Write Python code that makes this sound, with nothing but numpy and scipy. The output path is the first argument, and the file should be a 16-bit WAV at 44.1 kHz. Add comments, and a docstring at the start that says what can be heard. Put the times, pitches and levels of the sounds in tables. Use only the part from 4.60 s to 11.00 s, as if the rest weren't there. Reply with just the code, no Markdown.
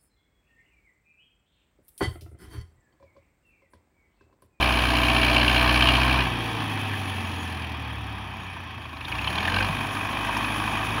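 """A four-cylinder diesel tractor pulls under load at the end of a furrow, humming and knocking in an open field.
The driver lifts off, the engine runs down to idle and is then revved again.
Sines locked to the crankshaft make the exhaust hum, over a low noise rumble. Knocks, valves and gears excite
resonances of the block. Shaped noise gives the hiss on top; soft thumps and a dry double tick come from the linkage."""
import sys
import numpy as np
from scipy import signal
from scipy.fft import rfft, irfft
from scipy.io import wavfile

SR = 44100
rng = np.random.default_rng(int(sys.argv[2]) if len(sys.argv) > 2 else 0)


def dump_mix(stems):
    """Bounce the given channels to the path in sys.argv[1] as a 16-bit WAV at rate SR."""
    frames = np.atleast_2d(stems).T  # one column per channel
    limited = np.clip(frames, -1, 1)  # hard clip at full scale
    pcm = np.round(limited * 32767).astype(np.int16)
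    wavfile.write(sys.argv[1], SR, pcm)


def invert_db(x):
    """Field ratio 10**(x/20) for x, a level in decibels (scalar or array-like)."""
    u = np.asarray(x, float) / 20
    return 10 ** u


N = 282240   # samples, 6.4 s

# Crankshaft speed: t/s, f/Hz (firings per second)
SPEED = [(0.0, 62.35), (0.2, 60.91), (0.4, 61.24), (0.7, 60.21), (1.18, 61.25), (1.29, 62.63),
         (1.59, 63.47), (1.76, 58.06), (2.1, 52.3), (3.3, 37.29), (3.75, 31.39), (4.1, 27.79),
         (4.38, 25.71), (4.48, 27.56), (4.96, 47.37), (5.15, 49.6), (5.35, 49.48), (5.6, 50.54),
         (6.05, 52.14), (6.4, 52.86)]
# Fuel delivered: t/s, share of full (0-1)
FUEL = [(0, 0.77), (.8, 0.94), (1.3, 0.87), (1.6, 0.71), (1.68, 0.15), (3.0, 0.45), (3.3, 0.03),
        (4.1, 0.14), (4.36, 0.72), (4.42, 0.75), (5.02, 0.72), (5.14, 0.3), (5.7, 0.28), (6.0, 0.27),
        (6.4, 0.04)]
# Gear and valve clatter, which other engine noises follow: t/s, relative level/dB
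CLATTER = [(0, -24.5), (0.15, -26.5), (0.55, -25.5), (1.3, -24.5), (1.6, -26), (1.68, -31), (2.6, -33.5),
           (3.4, -39), (4.1, -41.5), (4.38, -42), (4.5, -35), (4.8, -29.5), (5.02, -29), (5.12, -33),
           (5.35, -33.5), (5.72, -32), (6.4, -32.5)]

# Exhaust hum: t/s, firing order level/dB, second order level/dB
EXHAUST = [(0.0, -26.5, -40), (0.5, -27, -33), (1.3, -24.5, -31), (1.6, -26, -30.5), (1.7, -36, -35),
           (2.2, -57, -31.5), (3.4, -68, -37.5), (3.6, -74, -42), (4.15, -85, -60), (4.35, -84, -59),
           (4.58, -73, -37.5), (4.8, -50, -36.5), (5.0, -35, -29), (5.2, -44, -39), (5.35, -50, -37.5),
           (5.65, -41, -39.5), (6.4, -41, -35)]
# Third order, set by where it falls on the pipe's resonances: f/Hz, level/dB
THIRD_ORDER = [(78, -44), (95, -41.5), (108, -37.5), (130, -48), (145, -51), (155, -49.5), (185, -42)]
# Weaker orders from uneven cylinders: multiple of the four-firing cycle,
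# relative level/dB on full fuel, relative level/dB coasting
UNEVEN_ORDERS = [(5, 1, -70), (6, -6, -3), (7, -4, -15), (9, -16, -14), (10, -10.5, -16), (11, -18, -3),
                 (13, -22, -7.5), (14, -13.5, -20), (15, -6.5, -13.5), (16, -7, -12), (17, -35, -11),
                 (18, -10, -9.5), (19, -8, -13), (20, -3.5, -16), (21, -42, -23), (22, -14, -13.5),
                 (23, -27, -12), (24, -14, -12.5), (26, -7, -27), (28, -23, -11.5), (33, -15.5, -16),
                 (34, -37, -29), (35, -26, -20), (40, -12, -33), (43, -15, -26), (44, -5, -43),
                 (52, -30, -19.5)]
# Bodywork and ground colouring the weaker orders: f/Hz, gain/dB
HUM_COLOUR = [(30, -27), (60, -16), (110, -0.5), (160, -4.5), (230, 1), (310, 1), (400, -3), (480, 1.5),
              (670, 4)]
# Shape of the rumble noise: f/Hz, relative level/dB per Hz
RUMBLE_SPECTRUM = [(18, -53), (30, -33), (43, -45), (67, -10.5), (87, -9), (110, 4), (155, -16), (276, 3.5),
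                   (485, -11), (600, -19.5), (780, -57), (1320, -120)]

# Resonances of block and panels: f/Hz, width/Hz, then relative level/dB when knocked,
# under clatter, and when valves seat
BLOCK_MODES = [(617, 256, 4, -21.5, -19), (666.6, 33, 3.5, -24.5, -17.5), (765.7, 13.5, 2, -13.5, -22),
               (845, 400, -2.5, -8.5, -10), (963, 223, -18.5, -15, -8), (1089, 142, -13, -18.5, -6),
               (1208, 260, -27.5, -14.5, -9.5), (1580, 230, 6.5, -20.5, -8.5), (1738, 144, 5, -13.5, -19),
               (1893, 390, -53, -13, -14.5), (2322, 223, 11.5, -13.5, -11.5), (2500, 195, -1.5, -13, -7),
               (2606, 225, 7, -12.5, -32), (2817, 136, 9, -20, -58), (3062, 188, 10.5, -13.5, -16.5),
               (3300, 230, -6.5, -12.5, -41), (3620, 380, -2, -19, -19), (4085, 300, 5, -38, -40),
               (4464, 410, 0, -25.5, -34), (4910, 500, -3, -29.5, -35), (5330, 180, -11, -31.5, -31),
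               (5740, 360, -27, -30.5, -31)]
# Knock strength of each cylinder in firing order: relative level/dB
CYLINDER_DB = [-7, -10, -5, -6]
# Valve seating strength of each cylinder in firing order: relative level/dB
VALVE_DB = [-4.0, -1.0, -4.0, 0.5]
# How hard the valves seat against the clatter: t/s, relative level/dB
SEATING = [(0, 0), (1.6, 1.5), (1.8, -4.5), (2.8, -3.5), (4.3, 3.5), (4.7, 2), (5.1, 4), (5.9, 5),
           (6.4, 5.5)]
# Hardest knocks, each ringing the block around one pitch: t/s, relative level/dB, f/Hz
HARD_KNOCKS = [(0.4976, -9, 2820), (0.5611, -8, 2800), (0.6302, -8, 3170), (0.6826, -9, 2370),
               (0.7608, -3, 2560), (0.8104, -2, 2710), (0.8777, -3, 2850), (0.964, -5, 3000),
               (1.073, -6.5, 2280), (1.2058, -8, 2500), (1.222, -1, 3060), (1.27, -3.5, 2900),
               (1.2852, -1.5, 2940), (1.352, -7, 3060), (1.508, -6, 2440), (2.3347, -13.5, 1740),
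               (2.4965, -20.5, 3070), (4.409, -19.5, 2480), (4.4493, -19, 3550), (4.522, -14, 2350),
               (4.5875, -15, 2440), (4.6195, -17, 2500), (4.6734, -11.5, 3020), (4.7817, -10.5, 3060),
               (4.8533, -11, 1710), (4.8787, -8, 1720), (4.9667, -13, 1600), (5.006, -12, 1580),
               (5.6897, -8, 990), (5.765, -9, 1000), (5.84, -23, 2500)]

# Treble hiss: t/s, relative level/dB
HISS_LEVEL = [(0, -46), (.75, -42), (1.3, -42.5), (1.6, -53), (1.75, -53), (2.85, -51), (3.1, -64),
              (4.4, -61.5), (4.5, -50.5), (5.3, -46.5), (6.4, -45)]
# Shape of the steady hiss: f/Hz, relative level/dB per Hz
HISS_SPECTRUM = [(4500, -8), (5500, -5.5), (6300, -3.5), (7200, -7.5), (8100, -16.5), (8800, -12),
                 (9700, 1), (10500, 1.5), (11000, -2.5), (12100, -7), (13400, -17), (14200, -17),
                 (15000, -5.5), (15700, -7.5)]
# Whining bands in the hiss: f/Hz, width/Hz, relative level/dB
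WHINE_BANDS = [(6670, 97, -14), (10430, 260, -7), (12340, 70, -16)]
# Shape of the spit at each firing: f/Hz, relative level/dB per Hz
SPIT_SPECTRUM = [(4500, -8.5), (6300, -4.5), (8100, -14.5), (9700, 1.5), (11000, -1.5), (13400, -11),
                 (15000, -7), (15700, -6)]

# Low thumps as the linkage takes up load: t/s, relative level/dB, f/Hz
THUMPS = [(4.167, -31, 106), (5.094, -19.5, 151)]
# Dry double tick: t/s, relative level/dB
DOUBLE_TICK = [(5.7698, -26), (5.7764, -26)]
# Shape of the tick noise: f/Hz, relative level/dB per Hz
TICK_SPECTRUM = [(3500, -30), (4600, 2), (6500, -2), (8000, -20), (10500, 2), (13500, -9), (15000, -20)]
# Shape of the microphone's own hiss: f/Hz, relative level/dB per Hz
MICROPHONE_HISS = [(5000, -25), (9000, -8), (12500, 0), (15700, 0)]

START_FIRINGS = 0.55   # firings elapsed at time zero
PIPE_S, PIPE_FIRINGS = 0.011, 0.52   # exhaust against knock: travel time, crank angle in firings
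KNOCK_DB, KNOCK_DB_ON_FULL_FUEL = -21, 17   # base against the clatter, and what full fuel adds
KNOCK_SCATTER_DB = 1.45   # from firing to firing, shared by all resonances
RUMBLE_DB, CLATTER_MEAN_DB = -38, -33   # base of the rumble, at this clatter level
RUMBLE_FOLLOWS = 0.73   # share of the clatter's swing in dB


def in_time(rows):
    """Turn the columns of a table into curves over all samples."""
    seconds, *columns = np.transpose(rows)
    return [np.interp(np.arange(N) / SR, seconds, column) for column in columns]


def rms_one(x):
    """Scale a sound to an rms of 1."""
    return x / np.sqrt(np.mean(x ** 2) + 1e-20)


def tinted(x, spectrum):
    """Colour a sound by changing its level at each frequency."""
    hz, db = np.transpose(spectrum)
    bins_hz = np.arange(N // 2 + 1) * SR / N + 1   # 1 Hz up, so the logarithm exists
    gain_db = np.interp(np.log(bins_hz), np.log(hz), db)
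    return irfft(rfft(x) * invert_db(gain_db), N)


def coloured(spectrum):
    """Make noise of rms 1 with the given spectrum."""
    return rms_one(tinted(rng.standard_normal(N), spectrum))


def drift(rate_hz, count):
    """Make slow random curves of spread 1 by smoothing noise twice."""
    pole = np.exp(-80 * np.pi * rate_hz / SR)   # one point every 40 samples
    noise = rng.standard_normal((count, N // 40 + 2002))
    slow = signal.lfilter([1], [1, -2 * pole, pole * pole], noise)[:, 2000:]   # skip the filter's start
    return [np.interp(np.arange(N) / 40, np.arange(len(s)), rms_one(s)) for s in slow]


def burst(at, db, rise_s, fall_s):
    """Make an envelope that rises and dies away after each marked sample."""
    marks = np.zeros(N)
    np.add.at(marks, at, invert_db(db))
    rise, fall = np.exp(-1 / (rise_s * SR)), np.exp(-1 / (fall_s * SR))
    return signal.lfilter([1 - rise], np.convolve([1, -rise], [1, -fall]), marks + 1e-18)


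def resonance(x, hz, width_hz):
    """Ring at one pitch; filtering twice darkens the gaps, and unit noise comes out near rms 1."""
    r = np.exp(-np.pi * width_hz / SR)
    row = [1 - r, 0, r - 1, 1, -2 * r * np.cos(2 * np.pi * hz / SR), r * r]
    return signal.sosfilt([row, row], x) * np.sqrt(SR / width_hz)


def blows(at, db, scatter_db, click_db, rise_s, fall_s):
    """Make each blow a click and a weaker rebound, loosely timed, with a short noise burst around them."""
    luck = rng.standard_normal((len(at), 5))
    db = db + scatter_db * luck[:, 0]
    out = burst(at, db, rise_s, fall_s) * rng.standard_normal(N)
    for column, after_s, drop_db in [(1, rise_s, 0), (3, rise_s + 0.003, 3.5)]:
        late = (SR * (after_s + 0.0008 * luck[:, column])).astype(int)
        sign = np.sign(luck[:, column + 1])
        np.add.at(out, np.clip(at + late, 0, N - 1), invert_db(db + click_db - drop_db) * sign)
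    return out


def exhaust(firings, per_s, rumble_db, fuel):
    """Hum with sines locked to the crank: three strong orders, and weak ones that waver."""
    turns = 2 * np.pi * (firings - PIPE_S * per_s + PIPE_FIRINGS)
    third_db = np.interp(3 * per_s, *np.transpose(THIRD_ORDER))
    strong = 0
    for order, db in enumerate(in_time(EXHAUST) + [third_db], 1):
        strong = strong + invert_db(db) * np.cos(order * turns)
    wavers = drift(4.5, count=len(UNEVEN_ORDERS))
    phases = rng.uniform(0, 2 * np.pi, len(UNEVEN_ORDERS))
    waver_db = 4.5 - 3.0 * fuel   # steadier under load
    weak = 0
    for (multiple, full_db, coast_db), waver, phase in zip(UNEVEN_ORDERS, wavers, phases):
        db = rumble_db + coast_db + fuel * (full_db - coast_db) + waver_db * waver
        weak = weak + invert_db(db) * np.cos(round(multiple) * turns / 4 + phase)   # four firings a cycle
    return np.sqrt(2) * (strong + tinted(weak, HUM_COLOUR))   # a sine's peak is root 2 times its rms


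def rumble(rumble_db, fuel):
    """Rumble with low noise whose level follows the clatter and eases as fuel rises."""
    return invert_db(rumble_db - 4.0 - 1.7 * fuel) * coloured(RUMBLE_SPECTRUM)


def block(at, cylinder, knock_db, clatter_db, fuel):
    """Strike every resonance at each firing and valve seating, with gears rattling under it."""
    hard_s, hard_db, hard_hz = np.transpose(HARD_KNOCKS)
    hard_at = (hard_s * SR).astype(int)
    luck_db = KNOCK_SCATTER_DB * rng.standard_normal(len(at))
    firing_db = knock_db[at] + np.array(CYLINDER_DB)[cylinder] + luck_db
    valve_db = clatter_db + in_time(SEATING)[0]
    seat_db = valve_db[at] + np.array(VALVE_DB)[cylinder]
    seat_at = np.maximum(at - round(0.001965 * SR), 0)   # a little ahead of the knock
    flickers = drift(10.4, count=len(BLOCK_MODES))
    out = 0
    for (hz, width_hz, knocked_db, rattled_db, seated_db), flicker in zip(BLOCK_MODES, flickers):
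        force = blows(at, firing_db + knocked_db - 1.5, 1.2, 19, 0.0025, 0.0055)
        off_pitch_db = 60 * np.abs(np.log2(hz / hard_hz))   # 60 dB weaker per octave away
        force += blows(hard_at, hard_db - 16.0 - off_pitch_db, 0.27, 20.0, 0.001212, 0.0047)
        force += blows(seat_at, seat_db + seated_db, 1.5, 19, 0.003, 0.006)
        gears = invert_db(clatter_db + rattled_db - 4.0 * fuel)   # load takes the slack out of the gears
        rockers = invert_db(valve_db + seated_db - 10)   # the valve gear also chatters between seatings
        force += np.hypot(gears, rockers) * invert_db(1.03 * flicker) * rng.standard_normal(N)
        out = out + resonance(force, hz, width_hz)
    return out


def hiss(at, clatter_db, hiss_db):
    """Hiss with bright noise and faint whining bands that come and go, plus a spit at every firing."""
    steady = coloured(HISS_SPECTRUM) * invert_db(2.7 * drift(23, count=1)[0] - 2.5)
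    for (hz, width_hz, db), flicker in zip(WHINE_BANDS, drift(3.8, count=len(WHINE_BANDS))):
        steady += resonance(invert_db(db - 8 + 5.0 * flicker) * rng.standard_normal(N), hz, width_hz)
    spit_db = clatter_db[at] - 13 + 1.5 * rng.standard_normal(len(at))
    spits = burst(at, spit_db, 0.0022, 0.008) * coloured(SPIT_SPECTRUM)
    return invert_db(hiss_db) * steady + spits


def linkage():
    """Thump with short low sines that swell and die, and tick with two tiny noise bursts."""
    tick_s, tick_db = np.transpose(DOUBLE_TICK)
    tick_at = np.round(tick_s * SR).astype(int)
    out = coloured(TICK_SPECTRUM) * burst(tick_at, tick_db - 4, 0.0003, 0.0013)
    for start_s, db, hz in THUMPS:
        cycles = np.maximum(np.arange(N) / SR - start_s, 0) * hz
        swell = cycles * np.exp(-cycles / 0.96)
        out += invert_db(db + 7.5) * swell * np.sin(2 * np.pi * cycles)
    return out


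def scene():
    """Add up the tractor's sounds, driven by one crankshaft and heard from one point in the open."""
    per_s = in_time(SPEED)[0]
    firings = START_FIRINGS + np.cumsum(per_s) / SR
    at = np.flatnonzero(np.diff(np.floor(firings)))   # a firing at each whole count
    cylinder = firings[at + 1].astype(int) % len(CYLINDER_DB)
    clatter_db = in_time(CLATTER)[0]
    fuel = np.clip(in_time(FUEL)[0], 0, 1)
    knock_db = clatter_db + KNOCK_DB + KNOCK_DB_ON_FULL_FUEL * fuel
    rumble_db = RUMBLE_DB + RUMBLE_FOLLOWS * (clatter_db - CLATTER_MEAN_DB)
    mix = exhaust(firings, per_s, rumble_db, fuel)
    mix = mix + rumble(rumble_db, fuel)
    mix = mix + block(at, cylinder, knock_db, clatter_db, fuel)
    mix = mix + hiss(at, clatter_db, in_time(HISS_LEVEL)[0])
    mix = mix + linkage()
    return mix[None]   # one channel


def top_cut(x):
    """Nothing passes above about 16.8 kHz."""
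    return signal.sosfilt(signal.butter(12, 16830, fs=SR, output="sos"), x)


def record(dry):
    """Add the microphone's faint hiss, round off the hardest peaks and cut the top steeply."""
    heard = dry + invert_db(-70) * coloured(MICROPHONE_HISS)
    rounded = heard / (1 + (heard / 0.62) ** 4) ** 0.25   # peaks stay below 0.62
    steep_cut = signal.ellip(12, 0.5, 70, 15760, fs=SR, output="sos")   # ripple/dB, depth/dB, edge/Hz
    finished = signal.sosfilt(steep_cut, rounded)
    return top_cut(finished)


dry = scene()
out = record(dry)
dump_mix(out)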